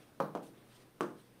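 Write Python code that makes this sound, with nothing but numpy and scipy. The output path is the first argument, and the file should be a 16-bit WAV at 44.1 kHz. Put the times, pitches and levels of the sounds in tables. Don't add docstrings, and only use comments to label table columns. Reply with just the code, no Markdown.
import sys
import numpy as np
from scipy import signal
from scipy.fft import rfft, irfft, next_fast_len
from scipy.io import wavfile
from scipy.ndimage import uniform_filter1d, map_coordinates

SR = 44100
rng = np.random.default_rng(int(sys.argv[2]) if len(sys.argv) > 2 else 0)


def transcribe(signal):
    frames = np.atleast_2d(signal).T
    limited = np.clip(frames, -1, 1)
    pcm = np.round(limited * 32767).astype(np.int16)
    wavfile.write(sys.argv[1], SR, pcm)


def field_ratio(decibels):
    return 10 ** (np.asarray(decibels, dtype=float) / 20)


N = 61739

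# start_s, peak_db, contact_ms, crack_db
PRESSES = [
    (.202, -17.5, 0.69, -25.5),
    (0.3507, -24, 0.86, -24),
    (1.0078, -19, 0.51, -16),
]
# centre_hz, width_hz, level_db
CASE_MODES = [
    [(244, 210, 2), (532, 420, 5.5), (1065, 240, 6.5), (3350, 400, -2)],
    [(255, 120, 13), (486, 480, 18), (980, 600, 9), (3080, 440, -24)],
    [(330, 300, 5.5), (556, 1200, -8), (1093, 350, 2), (3150, 220, -15)],
]
# centre_hz, width_hz, level_db
SHELL_MODES = [
    [(2360, 190, 4), (3280, 600, -3), (4070, 630, -1), (5700, 1900, -6.5), (12100, 13400, -13)],
    [(2170, 260, 2), (3130, 760, -1), (4200, 690, -2), (6040, 4450, -7.5), (10000, 4100, -29)],
    [(2000, 660, 9.5), (2860, 1400, 11), (4400, 580, -34), (5850, 4500, 4), (9500, 3200, -2.5)],
]
# pitch_hz, level_db, t60_s
PANEL_MODES = [
    [(151.5, -5, 0.485), (177.2, -0.5, 0.18), (201.3, -4, 0.38), (289.7, -2.5, 0.35), (324.6, -4, 0.4),
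     (477.4, 3.5, 0.23), (547, 3, 0.19), (829, -3, 0.26), (937, -4, .2), (1080, -8, 0.093)],
    [(170, 1.5, 0.19), (283, -3, 0.4), (327, -8, 0.64), (479, -1, 0.28), (582, 3.5, 0.2), (808, -8, 0.36),
     (1135, -11, .2)],
    [(156.5, -4, 0.32), (200.1, -3, 0.37), (240.6, -13, 0.58), (309.5, -2, 0.39), (352, 6, 0.27),
     (478, -6, 0.37), (697, -23, 0.57), (864, -14.5, 0.45), (1190, -14, 0.4)],
]
# pitch_hz, t60_s, level_db
CAP_RINGS = [
    (3210, 0.011, -28),
    (3160, 0.011, -25),
    (3030, 0.0058, -16),
]
TOUCH_LEAD_S = [0.00166, 0.0037, 0.0044]
TOUCH_DB = [-23, -38, -38]
RATTLE_DB = [-3, -2.5, -3]
# delay_s, level_db
WALLS = [(.0039, -13.5), (.0072, -8), (0.0111, -8), (0.017, -14.5), (.022, -24), (.029, -33)]
WALL_DB = [-0.5, 1.5, -14.5]
WALL_SCATTER_S = [0, .001, .001]
# freq_hz, t60_s
ROOM_DECAY = [(150, 0.54), (400, 0.42), (1000, 0.29), (2800, 0.35), (7300, 0.34), (15000, 0.47)]
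KNOCK_ROOM_DB = [0, 0.5, 0.5]
CRACK_ROOM_DB = [6.5, 4, 4.5]
# start_s, level_db, brightness_db_per_octave
RUSTLE = [(0, -70, 1.5), (0.031, -69.5, -3.5), (.12, -76.5, -0.5), (.415, -85, 1), (.432, -69.5, 6.5),
          (.47, -64.5, 1), (0.531, -79.5, 4), (.58, -73, -3.5), (.67, -76, 2.5), (.715, -66.5, -0.5),
          (.745, -65.5, -0.5), (.8, -66.5, -1), (0.858, -76.5, -1.5), (.99, -81, -3), (1.12, -83, -3),
          (1.2, -68.5, -1.5), (1.3, -78, -2), (1.4, -81.5, -4.5)]
# freq_hz, density_db_per_hz
CLOTH_SPECTRUM = [(590, -16), (1000, -2.5), (1100, -1), (1320, -4), (2460, -7), (3250, -4.5), (7630, -11),
                  (8280, -7.5), (15800, -22)]
# freq_hz, density_db_per_hz
AIR_SPECTRUM = [(60, -37), (130, 1.5), (300, 2.5), (550, -3), (900, -11.5), (2000, -16.5), (5000, -30.5),
                (15800, -60)]
# time_s, level_db
AIR_LEVEL = [
    [(0.0, -59), (0.014, -61.5), (0.11, -64), (0.19, -64.5)],
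    [(0.55, -61), (0.698, -62), (0.71, -65), (0.99, -65)],
    [(1.22, -65.5), (1.316, -61.5), (1.322, -63), (1.4, -65)],
]
# freq_hz, density_db_per_hz
HISS_SPECTRUM = [(500, 6.5), (3000, -3.5), (6500, -5.5), (8050, -1.5), (11000, -4.5), (15500, -3.5),
                 (15800, -36)]
# freq_hz, density_db_per_hz
RUMBLE_SPECTRUM = [(20, -2), (40, -6.5), (90, 2.5), (120, -2.5), (160, -44)]
# time_s, level_db
HUM_LEVEL = [(0, -72), (.5, -74), (.72, -67), (.85, -71.5), (1.4, -72.5)]
# freq_hz, gain_db
TREBLE_DIP = [(6000, 0), (7300, -3.5), (7800, -11), (8000, 0)]

PANEL_DB, PANEL_RISE_CYCLES = 4.5 - 23.5, 2.9
CRACK_T60_S = 0.035
FAR_WALL_S, FAR_WALL_DB = 0.0205, -7
ROOM_RISE_S = 0.0039
LOW_CUT_HZ, EDGE_HZ, EDGE_DAMPING = 140, 1460, 0.98
CLOTH_SPLIT_HZ = 6000
HISS_DB, RUMBLE_DB = -72, -78
HUM_HZ, HUM_WOBBLE_DB = 120.6, 1.6
MIC_TOP_HZ = 15750
PRESS_T_S = np.arange(SR // 2) / SR


def keys():
    out = np.zeros(N + SR)
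    settings = zip(CASE_MODES, SHELL_MODES, PANEL_MODES, WALL_DB, WALL_SCATTER_S,
                   KNOCK_ROOM_DB, CRACK_ROOM_DB, RATTLE_DB, CAP_RINGS)
    for event, own, lead_s, touch_db in zip(PRESSES, settings, TOUCH_LEAD_S, TOUCH_DB):
        start_s, peak_db, contact_ms, crack_db = event
        full, knock = press(contact_ms, crack_db, *own)
        out[round(start_s * SR):][:len(full)] += field_ratio(peak_db) * full
        out[round((start_s - lead_s) * SR):][:len(knock)] += field_ratio(peak_db + touch_db) * knock
    return out[:N]


def press(contact_ms, crack_db, case, shell, panel, wall_db, scatter_s,
          knock_room_db, crack_room_db, rattle_db, cap):
    knock = case_knock(contact_ms, case)
    click = shell_click(contact_ms, crack_db, shell)
    direct = knock + click + rattle(click, rattle_db) + cap_ring(contact_ms, *cap)
    send = field_ratio(knock_room_db) * knock + field_ratio(crack_room_db) * click
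    wet = signal.fftconvolve(send, room_tail())[:len(knock)]
    return direct + wall_echoes(knock, wall_db, scatter_s) + panel_ring(panel) + wet, knock


def case_knock(contact_ms, case):
    push = -np.sin(np.pi * np.clip(PRESS_T_S * 1000 / contact_ms, 0, 1)) ** 2

    def radiation(f):
        low_cut = (-f * f / (LOW_CUT_HZ ** 2 - f * f + 1j * f * LOW_CUT_HZ * np.sqrt(2))) ** 2
        return low_cut * EDGE_HZ ** 2 / (EDGE_HZ ** 2 - f * f + 1j * f * EDGE_HZ * EDGE_DAMPING)

    knock = filtered(filtered(push, resonances(case)), radiation)
    return knock / np.abs(knock).max()


def shell_click(contact_ms, crack_db, shell):
    impulse = np.zeros(len(PRESS_T_S))
    impulse[round(contact_ms * SR / 2000)] = -1
    click = filtered(impulse, resonances(shell, sign=-1))
    return field_ratio(crack_db) * click / np.abs(click).max()


def rattle(click, rattle_db):
    fade = field_ratio(-60 * PRESS_T_S / CRACK_T60_S)
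    back_fade = field_ratio(FAR_WALL_DB - 60 * np.abs(PRESS_T_S - FAR_WALL_S) / CRACK_T60_S)
    back = (PRESS_T_S > FAR_WALL_S) * back_fade
    chatter = field_ratio(rattle_db) * (fade + back) * rng.standard_normal(len(PRESS_T_S))
    return signal.fftconvolve(chatter, click)[:len(click)] / 4


def cap_ring(contact_ms, pitch_hz, t60_s, level_db):
    late_s = np.maximum(PRESS_T_S - contact_ms / 2000, 0)
    return field_ratio(level_db - 60 * late_s / t60_s) * np.sin(2 * np.pi * pitch_hz * late_s)


def panel_ring(modes):
    ring = np.zeros(len(PRESS_T_S))
    for pitch_hz, level_db, t60_s in modes:
        rise = 1 - np.exp(-PRESS_T_S * pitch_hz / PANEL_RISE_CYCLES)
        tone = np.sin(2 * np.pi * (pitch_hz * PRESS_T_S + rng.random()))
        ring += field_ratio(level_db - 60 * PRESS_T_S / t60_s) * tone * rise
    return field_ratio(PANEL_DB) * ring


def wall_echoes(knock, wall_db, scatter_s):
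    jitter_s = rng.standard_normal(len(WALLS)) * scatter_s

    def echoes(f):
        return sum(field_ratio(level_db + wall_db) * np.exp(-2j * np.pi * f * (delay_s + shift_s))
                   for (delay_s, level_db), shift_s in zip(WALLS, jitter_s))

    return filtered(knock, echoes)


def room_tail():
    hz, t, z = signal.stft(rng.standard_normal(SR // 2), SR, nperseg=256)
    decay = field_ratio(-60 * t / along(ROOM_DECAY, hz)[:, None])
    h = signal.istft(z * decay, SR, nperseg=256)[1][:SR // 2]
    h = h * (1 - np.exp(-np.arange(len(h)) / SR / ROOM_RISE_S))
    return h / np.linalg.norm(h)


def clothes():
    start_s, level_db, bright = np.transpose(RUSTLE)
    rub = rush(CLOTH_SPECTRUM, patchy_db=2.5)
    dull = filtered(rub, lambda hz: 1 / (1 + (hz / CLOTH_SPLIT_HZ) ** 2))
    tilt = field_ratio(2 * curve(np.transpose([start_s, bright])))
    swell = field_ratio(curve(np.transpose([start_s, level_db])))
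    grain = field_ratio(1.2 * wobble(60))
    return swell * grain * (dull / tilt + (rub - dull) * tilt)


def background():
    air_db = curve(sum(AIR_LEVEL, [])) + 1.3 * wobble(25)
    air = field_ratio(air_db) * rush(AIR_SPECTRUM, patchy_db=1.5)
    hum_db = curve(HUM_LEVEL) + HUM_WOBBLE_DB * wobble(13.8)
    hum_phase = 2 * np.pi * HUM_HZ * np.arange(N) / SR + 0.5 * wobble(9)
    hum = np.sqrt(2) * field_ratio(hum_db) * np.sin(hum_phase)
    rumble = field_ratio(RUMBLE_DB) * rush(RUMBLE_SPECTRUM, patchy_db=-0.5)
    hiss = field_ratio(HISS_DB) * rush(HISS_SPECTRUM, patchy_db=0.5)
    return air + hum + rumble + hiss


def rush(spectrum, patchy_db):
    z = signal.stft(rng.standard_normal(N + 512), nperseg=512)[2]
    field = uniform_filter1d(rng.standard_normal(z.shape), 6, 0)
    field = uniform_filter1d(field, 8, 1)
    x = signal.istft(z * field_ratio(patchy_db * unit(field)), nperseg=512)[1][:N]
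    return unit(filtered(x, lambda hz: field_ratio(along(spectrum, hz))))


def resonances(peaks, sign=1):
    def response(f):
        return sum(sign ** k * field_ratio(db) * 1j * f * width / (centre * centre - f * f + 1j * f * width)
                   for k, (centre, width, db) in enumerate(peaks))

    return response


def filtered(x, response):
    m = next_fast_len(len(x) + SR // 2)
    return irfft(rfft(x, m) * response(np.fft.rfftfreq(m, 1 / SR)), m)[:len(x)]


def wobble(rate_hz):
    knots = rng.standard_normal(int(N * rate_hz / SR) + 4)
    return map_coordinates(knots, [np.arange(N) * rate_hz / SR])


def curve(rows):
    s, v = np.transpose(rows)
    return np.interp(np.arange(N) / SR, s, v)


def along(points, hz):
    f, v = np.transpose(points)
    return np.interp(np.log(hz + 1), np.log(f + 1), v)


def unit(x):
    return x / np.sqrt(np.mean(x ** 2) + 1e-20)


def scene():
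    return (keys() + clothes() + background())[None]


def top_cut(x):
    return signal.sosfilt(signal.butter(12, 16500, fs=SR, output="sos"), x)


def record(dry):
    def treble_shape(hz):
        return np.where(hz < MIC_TOP_HZ, field_ratio(along(TREBLE_DIP, hz)), field_ratio(-21))

    mix = filtered(dry[0], treble_shape)[None]
    return top_cut(mix)


dry = scene()
out = record(dry)
transcribe(out)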